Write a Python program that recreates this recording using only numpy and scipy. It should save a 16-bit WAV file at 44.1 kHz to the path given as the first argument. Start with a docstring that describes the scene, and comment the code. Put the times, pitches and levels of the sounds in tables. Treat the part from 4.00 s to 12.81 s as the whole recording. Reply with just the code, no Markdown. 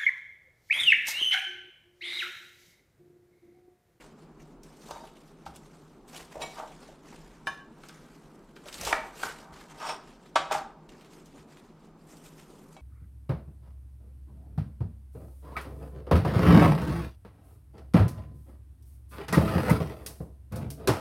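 """Leafy greens rustle and snap as a cook sorts them: grainy, patchy noise and short resonant noise bursts.
Blows and dragged loads excite the bending modes of a cutting board; the knife blade sings as it slides.
Dishes ring as decaying sines, soft loads flex the counter, and an appliance drones over air noise and rumble.
Decaying noise tails give the tiled room's answer; one microphone hears it, almost alike on both channels."""
import sys
import numpy as np
from scipy import signal
from scipy.fft import rfft, irfft, next_fast_len
from scipy.io import wavfile
from scipy.ndimage import uniform_filter1d, map_coordinates

SR = 44100
rng = np.random.default_rng(int(sys.argv[2]) if len(sys.argv) > 2 else 0)


def master_out(mix):
    """Clip the mix to full scale and print it as 16-bit PCM to the path in sys.argv[1]."""
    frames = np.transpose(np.atleast_2d(mix))
    ceiling = np.clip(frames, -1, 1)
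    pcm = np.round(ceiling * 32767).astype(np.int16)
    wavfile.write(sys.argv[1], SR, pcm)


def gain_from_db(level_db):
    """Convert decibel levels to linear amplitude factors (20 dB per decade)."""
    decades = np.asarray(level_db, float) / 20
    return 10 ** decades


N = 388521  # samples in the scene

# Room tone spectrum: f/Hz, relative density/dB per Hz
ROOM_TONE_SPECTRUM = [(41, -76), (70, -16), (118, -15), (142, -11), (228, -2.5), (321, -6), (403, -6),
                      (483, -12), (566, -15), (695, -16), (892, -16.5), (1280, -20), (1760, -30),
                      (3110, -37), (16000, -55)]
ROOM_TONE_DB = -55
# Appliance drone: f/Hz, width of each of two cascaded resonances/Hz, level/dB
APPLIANCE_DRONE = [(157.2, 19.8, -60)]
# Rumble swells: peak t/s, level/dB, rise over 20 dB/s, fall over 20 dB/s
RUMBLE_SWELLS = [(.6, -62, .9, .9), (3.24, -61, .9, 0.37), (4.86, -54, .3, .4), (5.7, -66, .5, .9)]
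# Rumble spectrum: f/Hz, relative level/dB
RUMBLE_SPECTRUM = [(8, -46), (24, 11.5), (45, 8.5), (65, -16), (85, -34), (200, -86)]
RUMBLE_FLOOR_DB = -64.5
# Decay of the room's answer: f/Hz, t60/s
ROOM_DECAY = [(200, 0.66), (1000, 0.38), (4000, 0.43), (12000, 0.28)]

# Weight landing on the counter: t/s, level/dB
THUD_BLOWS = [(0.907, -47), (1.463, -43), (2.183, -51), (2.359, -44), (3.46, -57), (4.751, -48),
              (4.799, -38), (4.842, -38.5), (5.239, -50), (5.5, -46.5), (6.357, -50), (6.534, -48),
              (7.377, -54)]
# Counter modes: nominal f/Hz, level/dB, t60/s
COUNTER_MODES = [(58, -3, 0.41), (98, -4.5, 0.18), (160, 0, 0.11)]

# Plate modes: f/Hz, level/dB, t60/s
PLATE_MODES = [(1105, -4, 0.28), (1588, 1.5, 0.14), (1710, 4.5, .09), (2390, -1, 0.033), (2800, -6, 0.055),
               (3003, -8, 0.18), (3600, -10.5, 0.11), (3870, -12, .06), (4400, -28, .1), (5140, -17, 0.18),
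               (5975, -21, .14), (6300, -21, .16), (7138, -37, 0.092), (9114, -19, 0.094),
               (10710, -26, .13), (11190, -25, .12)]
# Blows on the plate: t/s, level/dB
PLATE_HITS = [(3.471, -32), (3.592, -51)]
# Bowl modes: f/Hz, level/dB, t60/s
BOWL_MODES = [(1890, -7, .08), (2266, -2.5, 0.26), (2590, -14, .22), (3050, -18, .19), (3250, -5.5, 0.13),
              (3914, -2, .09), (5020, -11, 0.085), (5706, -2.5, 0.047), (7330, -11, 0.066), (7300, -6, .12),
              (8312, -8.5, 0.05), (8920, -4, .08), (9600, -13, .08), (10930, -13, .08),
              (11300, -19.5, 0.071)]
# Blows on the bowl: t/s, level/dB
BOWL_HITS = [(2.421, -42.5), (2.428, -41.5), (8.766, -54.5)]
# Steel utensil modes: f/Hz, level/dB, t60/s
UTENSIL_MODES = [(3790, 0, .2), (4660, -3, .25), (4990, -5, .22), (5400, -11, .2), (5986, -5, .25),
                 (7047, -11, .12), (8200, -8, .1)]
# Blows on the utensil: t/s, level/dB
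UTENSIL_HITS = [(0.909, -54), (.925, -57), (0.959, -62), (1.005, -61), (1.037, -71)]
DULLER = 0.45  # dB per octave lost for each dB below the hardest blow

# Knife blade resonances: f/Hz, width/Hz, relative level/dB
BLADE_MODES = [(2560, 90, 7.5), (3000, 27, 5), (3240, 130, 1.5), (3780, 160, 0), (4660, 74, 2),
               (5460, 160, 6.5), (8640, 290, -3)]
# Blade sliding: peak t/s, level/dB, rise over 20 dB/s, fall over 20 dB/s
BLADE_SLIDES = [(5.9, -39.5, 0.1, 0.062), (6.53, -71, .02, .07)]

# Board bending modes: f/Hz, width/Hz, relative level/dB
BOARD_MODES = [(338, 10, 0), (480, 85, 2), (559, 30, -4.5), (630.6, 35, 1.5), (785, 37, -1.5),
               (920, 54, -1), (1114, 130, -4), (1186, 76, 0.5), (1298, 68, -0.5), (1389, 41, -1.5),
               (1548, 65, 4), (1734, 59, -0.5), (1905, 103, 3), (2320, 110, 9.5)]
# Things dragged over the board: peak t/s, level/dB, rise over 20 dB/s, fall over 20 dB/s, centre f/Hz
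BOARD_DRAGS = [(.93, -49.5, 0.088, 0.18, 850), (2.17, -59.5, 0.18, 0.48, 770),
               (2.43, -37, 0.086, 0.065, 714), (2.61, -41.5, 0.074, 0.1, 900), (3.45, -68, 0.21, 0.59, 900),
               (3.898, -64.5, 0.27, 0.68, 1110), (4.69, -55, 0.067, 0.035, 1130),
               (4.92, -34, 0.05, 0.19, 800), (5.0, -49.5, 0.074, 0.29, 1060),
               (5.28, -43, 0.096, 0.049, 1050), (5.48, -53.5, 0.37, 0.35, 915),
               (5.72, -56, 0.061, .13, 937), (5.827, -35.5, 0.032, 0.2, 986),
               (5.899, -35, 0.12, 0.095, 816), (6.04, -62, .1, .3, 920), (6.54, -32.5, 0.076, 0.12, 970),
               (6.66, -52, .2, 0.26, 860)]
RESTING_DB, RESTING_HZ = -80, 990  # the board under idle hands
# Blows on the board: t/s, peak level of the wood/dB, crack level relative to it before colouring/dB,
# centre f/Hz, rattle t60/s
BOARD_BLOWS = [(.891, -39, -22, 870, 0.21), (.909, -27, -6, 850, 0.02), (.959, -34.5, -36, 830, 0.036),
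               (1.004, -40, -21, 804, 0.054), (1.035, -39.5, -22, 890, .05), (1.463, -30, -5, 950, 0.035),
               (2.355, -32, -16, 536, 0.059), (2.417, -31, 10.5, 730, 0.047), (2.582, -42, -2, 910, 0.028),
               (2.626, -30.5, -19, 740, 0.13), (2.887, -41.5, -21, 590, 0.12),
               (3.125, -44, -16, 766, 0.023), (3.471, -27.5, -4, 1090, 0.044), (3.835, -41, 7, 1470, 0.014),
               (3.893, -41.5, 7, 1200, .025), (4.563, -42.5, 6.5, 1350, 0.035),
               (4.657, -40.5, -20, 557, 0.085), (4.866, -33, 12.5, 785, 0.24),
               (4.927, -10.5, -1, 1290, 0.014), (5.232, -18, -8, 1240, 0.014),
               (6.357, -9.5, 1.5, 1140, 0.079), (6.511, -17, -4, 920, .05), (6.548, -19.5, -26, 840, 0.056),
               (8.765, -40.5, -1, 753, .04)]
# Crack gain: f/Hz, gain/dB
CRACK_GAIN = [(1500, -38), (2200, -7.5), (3000, -6), (5500, -16), (8000, -22), (13000, -40), (16000, -55)]
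NARROW_DB = 13  # mode fall-off at a crack level of 0 dB, dB per octave squared
NARROW_PER_CRACK = 0.76  # softer contact picks fewer modes: added fall-off per dB of weaker crack
BOARD_LOWEST_HZ = 425
# The worktop under the board answers each blow: f in Hz, level relative to the blow in dB, t60 in s
THUMP_HZ, THUMP_DB, THUMP_T60 = 312, -18, 0.042

# Leaf hiss spectrum: f/Hz, relative density/dB per Hz
LEAF_SPECTRUM = [(120, -35), (400, 5), (800, 3.5), (1500, 1.5), (2500, -0.5), (4000, -3.5), (8500, -7),
                 (10500, -14.5), (14000, -17), (16000, -35)]
# Leaves pulled, turned or squeezed: peak t/s, level/dB, rise over 20 dB/s, fall over 20 dB/s
LEAF_RUSTLES = [(.012, -53, .02, 0.13), (.41, -64.5, 0.04, 0.1), (.635, -61, 0.011, 0.37),
                (.9, -52.5, 0.093, 0.21), (1.17, -63, 0.042, .06), (1.28, -62, 0.2, .1),
                (1.456, -55, 0.0026, 0.096), (1.558, -54, 0.026, .055), (1.658, -61.5, 0.095, .06),
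                (1.722, -64.5, 0.059, 0.34), (2.079, -56.5, 0.0033, 0.13), (2.176, -43.5, 0.083, 0.1),
                (2.32, -54.5, 0.03, 0.18), (2.41, -49.5, 0.017, 0.43), (2.604, -52, 0.13, 0.046),
                (2.838, -55, 0.12, .2), (3.076, -55.5, 0.078, 0.35), (3.186, -63, 0.039, 0.76),
                (3.466, -54.5, 0.011, 0.14), (3.84, -60, 0.17, 0.36), (3.885, -62.5, .01, 1),
                (4.22, -76, 0.028, 0.64), (4.56, -63, .01, 0.13), (4.69, -47, 0.041, 0.024),
                (4.75, -46, 0.036, 0.033), (4.88, -35, 0.14, 0.11), (5.25, -38, 0.088, 0.12),
                (5.53, -53.5, 0.014, 0.16), (5.71, -54.5, 0.077, 0.069), (5.89, -39.5, 0.11, 0.083),
                (6.52, -29.5, 0.0088, 0.078), (6.89, -59, 0.0059, 0.35), (7.05, -62.5, 0.15, 0.11),
                (7.21, -69, 0.024, 0.05), (7.26, -61.5, .02, 0.14), (7.53, -58.5, 0.081, .06),
                (7.58, -60.5, 0.027, 0.069), (8.11, -58.5, 0.082, .22), (8.26, -53, 0.053, 0.059),
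                (8.41, -60, 0.22, 0.11), (8.51, -64, 0.067, 0.4), (8.75, -65, .12, 0.035)]
# How busy the hands are and how dry the leaves sound: t/s, median rustle level/dB, treble gain/dB
HAND_ACTIVITY = [(0, -74, -1), (.8, -67, 5), (1.4, -78, 1.5), (2.1, -76, 4.5), (2.7, -61, -1),
                 (3.7, -123, 0.5), (4.45, -81.5, 6), (5.05, -61, 5.5), (5.9, -61.5, -4.5),
                 (6.3, -65.5, -3.5), (6.85, -71.5, -6), (7.2, -64, 4), (7.75, -75.5, -0.5),
                 (8.05, -78.5, 9.5), (8.3, -83, 7.5), (8.81, -86, 12)]
# Stems and leaves snapping: t/s, starting level/dB, centre f/Hz
LEAF_SNAPS = [(.633, -52, 6000), (.818, -54.5, 3280), (.9095, -41.5, 4050), (1.463, -50, 3100),
              (1.56, -49, 7900), (2.078, -68, 3400), (2.3211, -57, 4070), (2.4083, -54, 3190),
              (3.476, -41.5, 3000), (3.886, -46.5, 5100), (4.657, -52, 3000), (4.684, -43, 3050),
              (4.7266, -39.5, 3420), (4.742, -39, 3700), (4.781, -42.5, 4000), (4.811, -34.5, 5450),
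              (4.8503, -31.5, 4780), (4.9297, -44, 2740), (5.1696, -62, 2870), (5.1941, -48, 2530),
              (5.23, -35, 3000), (5.8183, -47, 2590), (6.234, -61, 2450), (6.3595, -53, 2650),
              (6.891, -52, 3000), (7.01, -55, 2870), (7.0465, -56, 2580), (7.2586, -56, 5060),
              (7.5707, -52.5, 2280), (8.1693, -55.5, 5060)]
GESTURE_SHAPE = 1.165  # exponent of rise and fall: 1 pointed, 2 bell

# Faint steady hiss, opposite in sign in the two channels: f/Hz, relative density/dB per Hz
HISS_SPECTRUM = [(18, -29.5), (30, 5), (303, -8.5), (437, -5), (1390, -7), (14000, -10), (16000, -8)]
# Faint random-phase spread between the channels: f/Hz, gain before random variation/dB
SPREAD_GAIN = [(200, -38), (2000, -28.5), (12000, -16)]
TOP_HZ = 16100  # band limit


def unit(x):
    """Normalization: x at rms 1."""
    return x / np.sqrt(np.mean(x ** 2) + 1e-20)


def along(points, hz):
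    """Interpolation of (f, value) points on a logarithmic frequency axis."""
    f, v = np.transpose(points)
    return np.interp(np.log(hz + 1), np.log(f + 1), v)


def smooth(t, v):
    """Linear interpolation of v to every sample."""
    return np.interp(np.arange(N) / SR, t, v)


def curves(rows):
    """Linear interpolation in time of each column after the first."""
    t, *columns = np.transpose(rows)
    return [smooth(t, column) for column in columns]


def wobble(rate):
    """Smooth random modulation: a spline through random knots, rate a second and at most 600."""
    knots = rng.standard_normal(int(N * 600 / SR) + 4)
    return map_coordinates(knots, [np.arange(N) * min(rate, 600) / SR])


def filtered(x, response):
    """Linear filtering: the spectrum of x times a complex response."""
    m = next_fast_len(len(x) + SR // 2)
    hz = np.fft.rfftfreq(m, 1 / SR)
    return irfft(rfft(x, m) * response(hz), m)[:len(x)]


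def coloured(x, spectrum):
    """Spectral shaping by (f, level) points, at rms 1."""
    return unit(filtered(x, lambda hz: gain_from_db(along(spectrum, hz))))


def resonant(x, peaks):
    """Modal superposition: causal band-pass resonances summed with alternating sign."""
    def response(f):
        total = 0
        for k, (centre, width, db) in enumerate(peaks):
            bandpass = 1j * f * width / (centre * centre - f * f + 1j * f * width)
            total = total + (-1) ** k * gain_from_db(db) * bandpass
        return total
    return filtered(x, response)


def grainy(spike_db, rate):
    """Stick-slip friction: noise whose strength jumps from moment to moment, as many tiny slips."""
    return rng.standard_normal(N) * gain_from_db(spike_db * wobble(rate))


def patchy(x, patchy_db):
    """Random modulation in patches of frequency and time, at rms 1."""
    z = signal.stft(x, nperseg=256)[2]
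    field = uniform_filter1d(rng.standard_normal(z.shape), size=6, axis=0)
    field = uniform_filter1d(field, size=9, axis=1)
    return unit(signal.istft(z * gain_from_db(patchy_db * unit(field)), nperseg=256)[1][:N])


def bursts(times, db, t60):
    """Impulsive excitation: noise starts at once and decays exponentially in t60."""
    out, t = np.zeros(N + SR), np.arange(SR // 5) / SR
    for s, level, life in zip(times, db, t60):
        decay = gain_from_db(level - 60 * t / max(life, 1 / SR))
        out[round(s * SR):][:len(t)] += decay * rng.standard_normal(len(t))
    return out[:N]


def gestures(rows):
    """Power envelope of each gesture: it swells to its peak and dies away."""
    t = np.arange(0, N, 32) / SR
    power = []
    for s, db, rise, fall, *_ in rows:
        distance = np.where(t < s, (s - t) / abs(rise), (t - s) / abs(fall))
        power.append(gain_from_db(db - 20 * distance ** GESTURE_SHAPE) ** 2)
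    return t, np.array(power)


def swells(rows):
    """Energy addition: the joint gain of all gestures."""
    t, power = gestures(rows)
    return smooth(t, np.sqrt(power.sum(axis=0)))


def kitchen():
    """Stationary noise: air and machines, a narrow-band wavering drone, and low rumble that swells."""
    tone = gain_from_db(ROOM_TONE_DB) * patchy(coloured(rng.standard_normal(N), ROOM_TONE_SPECTRUM), patchy_db=1.23)
    hz, width, db = APPLIANCE_DRONE[0]
    narrow_noise = resonant(rng.standard_normal(N), [(hz, width, 0)])
    drone = gain_from_db(db) * unit(resonant(narrow_noise, [(hz, width, 0)]))
    rumble = coloured(rng.standard_normal(N), RUMBLE_SPECTRUM)
    rumble_gain = np.hypot(swells(RUMBLE_SWELLS), gain_from_db(RUMBLE_FLOOR_DB))
    return tone + drone + rumble_gain * rumble


def walls(x):
    """Diffuse reverberation: each frequency decays at its own speed, with a new tail each third of a second."""
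    out, step = np.zeros(N + 2 * SR), SR // 3
    for start in range(0, N, step):
        hz, t, z = signal.stft(rng.standard_normal(SR // 2), SR, nperseg=256)
        decay = gain_from_db(-60 * t / along(ROOM_DECAY, hz)[:, None])
        tail = signal.istft(z * decay, SR, nperseg=256)[1]
        wet = signal.fftconvolve(x[start:start + step], tail / np.linalg.norm(tail))
        out[start + 130:][:len(wet)] += wet  # the answer begins 130 samples late
    return out[:N]


def thuds():
    """Flexural vibration: the counter bends slowly under a soft load."""
    out, t = np.zeros(N + SR), np.arange(SR // 2) / SR
    onset = 1 - np.exp(-t / 0.01)
    for s, db in THUD_BLOWS:
        ring = 0
        for nominal_hz, level, t60 in COUNTER_MODES:
            hz = nominal_hz * rng.uniform(0.9, 1.22)
            ring = ring + gain_from_db(level - 60 * t / t60) * np.sin(2 * np.pi * hz * t)
        out[round(s * SR):][:len(t)] += gain_from_db(db) * onset * ring
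    return out[:N]


def ringing(modes, blows, waver_db):
    """Free modal decay: each blow rings all modes, and contact with neighbours makes each mode waver."""
    out, t = np.zeros(N + SR), np.arange(SR // 2) / SR
    knots = np.arange(30) / 60
    hardest_db = max(db for _, db in blows)
    for s, db in blows:
        tilt_db = DULLER * (hardest_db - db)  # gentler blows sound duller
        ring = 0
        for hz, level, t60 in modes:
            waver = waver_db * np.interp(t, knots, rng.standard_normal(len(knots)))
            mode_db = level - tilt_db * np.log2(hz / modes[0][0]) + waver - 60 * t / t60
            ring = ring + gain_from_db(mode_db) * np.sin(2 * np.pi * hz * t)
        out[round(s * SR):][:len(t)] += gain_from_db(db) * ring
    return out[:N]


def dishes():
    """Struck-body resonance: a plate, a bowl and a steel utensil chink."""
    plate = ringing(PLATE_MODES, PLATE_HITS, waver_db=2.5)
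    bowl = ringing(BOWL_MODES, BOWL_HITS, waver_db=4)
    utensil = ringing(UTENSIL_MODES, UTENSIL_HITS, waver_db=4)
    return plate + bowl + utensil


def knife():
    """Friction-driven resonance: the blade sings while it slides over the board."""
    return swells(BLADE_SLIDES) * unit(resonant(grainy(spike_db=0, rate=140), BLADE_MODES))


def favoured(mode_hz, centre_hz, fall_db):
    """Modal participation: the place of contact decides which modes sound; others fall off from the centre."""
    return gain_from_db(-fall_db * np.log2(mode_hz / centre_hz) ** 2)


def drags():
    """Stick-slip excitation: a dragged load keeps the board's modes sounding, those near its centre most."""
    t, power = gestures(BOARD_DRAGS)
    resting_power = gain_from_db(RESTING_DB) ** 2
    total = power.sum(axis=0) + resting_power
    drag_hz = np.transpose(BOARD_DRAGS)[-1]
    centre = smooth(t, (drag_hz @ power + RESTING_HZ * resting_power) / total)
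    slips = grainy(spike_db=3.0, rate=450)
    rub = np.zeros(N)
    for k, mode in enumerate(BOARD_MODES):
        rub += (-1) ** k * favoured(mode[0], centre, fall_db=22) * resonant(slips, [mode])
    return smooth(t, np.sqrt(total)) * unit(rub)


def knocks():
    """Impact excitation of dispersive bending waves: blows ring the board; hard contact adds a crack."""
    s, db, crack_db, centre, rattle = np.transpose(BOARD_BLOWS)
    narrow = np.maximum(NARROW_DB - NARROW_PER_CRACK * crack_db, 0)
    wood, t = np.zeros(N + SR), np.arange(SR // 8) / SR
    # a small board radiates no bass
    small = signal.butter(4, BOARD_LOWEST_HZ, "highpass", fs=SR, output="sos")
    thump = gain_from_db(THUMP_DB - 60 * t / THUMP_T60) * np.sin(2 * np.pi * THUMP_HZ * t)
    thump = thump * (1 - np.exp(-t / 0.0021))
    for at, level, mid_hz, fall, life in zip(s, db, centre, narrow, rattle):
        ring = 0
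        for k, (hz, width, mode_db) in enumerate(BOARD_MODES):
            # bending waves disperse, so the modes reach the air out of step
            wave = np.sin(2 * np.pi * hz * t - 0.156 * k * k)
            ring = ring + gain_from_db(mode_db) * favoured(hz, mid_hz, fall) * np.exp(-np.pi * width * t) * wave
        push = gain_from_db(-60 * t / life) * rng.standard_normal(len(t))  # the loose board chatters
        push[0] = 5  # the blow itself
        blow = signal.fftconvolve(push, ring * (1 - np.exp(-t / 0.00014)))
        blow = signal.sosfilt(small, blow)
        start = round(at * SR)
        wood[start:][:len(blow)] += gain_from_db(level) * blow / np.abs(blow).max()
        wood[start:][:len(t)] += gain_from_db(level) * thump
    crack = bursts(s, db + crack_db, 0.023 + rattle)
    return wood[:N] + filtered(crack, lambda hz: gain_from_db(along(CRACK_GAIN, hz)))


def snaps():
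    """Brittle fracture: stiff ribs and stems release noise through a broad resonance, quickly damped."""
    out, t = np.zeros(N + SR), np.arange(SR // 10) / SR
    for s, db, hz in LEAF_SNAPS:
        a = np.exp(-2 * np.pi * hz * 0.28 / SR)  # pole radius: the width grows with the centre
        poles = [1, -2 * a * np.cos(2 * np.pi * hz / SR), a * a]
        noise = signal.lfilter([1, 0, -1], poles, rng.standard_normal(len(t)))
        out[round(s * SR):][:len(t)] += gain_from_db(db - 60 * t / 0.046) * unit(noise)
    return out[:N]


def leaves():
    """Dry friction and fracture: rubbing leaves hiss in grains; stiff ribs and stems snap."""
    busy_db, top_db = curves(HAND_ACTIVITY)
    hiss = patchy(coloured(grainy(spike_db=2.0, rate=170), LEAF_SPECTRUM), patchy_db=2.5)
    treble = filtered(hiss, lambda hz: 1 / (1 + (8000 / (hz + 1)) ** 4))
    rustle_gain = np.hypot(swells(LEAF_RUSTLES), gain_from_db(busy_db + 5.4 * wobble(15)))
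    rustle = rustle_gain * (hiss + (gain_from_db(top_db) - 1) * treble)
    return rustle + snaps()


def scene():
    """Superposition: direct sounds and the room's answer add at the one microphone."""
    blows = knocks()
    chinks = dishes()
    rubs = drags() + leaves() + knife()
    room = walls(gain_from_db(-6.0) * blows + gain_from_db(-6.0) * chinks + gain_from_db(-11) * rubs)
    mid = blows + chinks + rubs + room + thuds() + kitchen()
    return np.array([mid, mid])


def roll_off(x):
    """The treble ends steeply here."""
    return signal.sosfilt(signal.butter(12, 16330, fs=SR, output="sos"), x)


def record(dry):
    """Decorrelation: faint random-phase spread and hiss, opposite in sign in the two channels; then a band limit."""
    hz, _, z = signal.stft(dry[0], SR, nperseg=1024)
    variation = uniform_filter1d(rng.standard_normal(z.shape), size=6, axis=0)
    variation = uniform_filter1d(variation, size=2, axis=1)
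    random_phase = np.exp(2j * np.pi * rng.random(z.shape))
    spread_db = along(SPREAD_GAIN, hz)[:, None] + 6.84 * unit(variation)
    side = signal.istft(z * random_phase * gain_from_db(spread_db), SR, nperseg=1024)[1][:N]
    side = side + gain_from_db(-80) * coloured(rng.standard_normal(N), HISS_SPECTRUM)
    channels = dry + [[1], [-1]] * side  # opposite sign in the two channels
    mix = np.array([filtered(channel, lambda hz: hz < TOP_HZ) for channel in channels])
    return roll_off(mix)


dry = scene()
out = record(dry)
master_out(out)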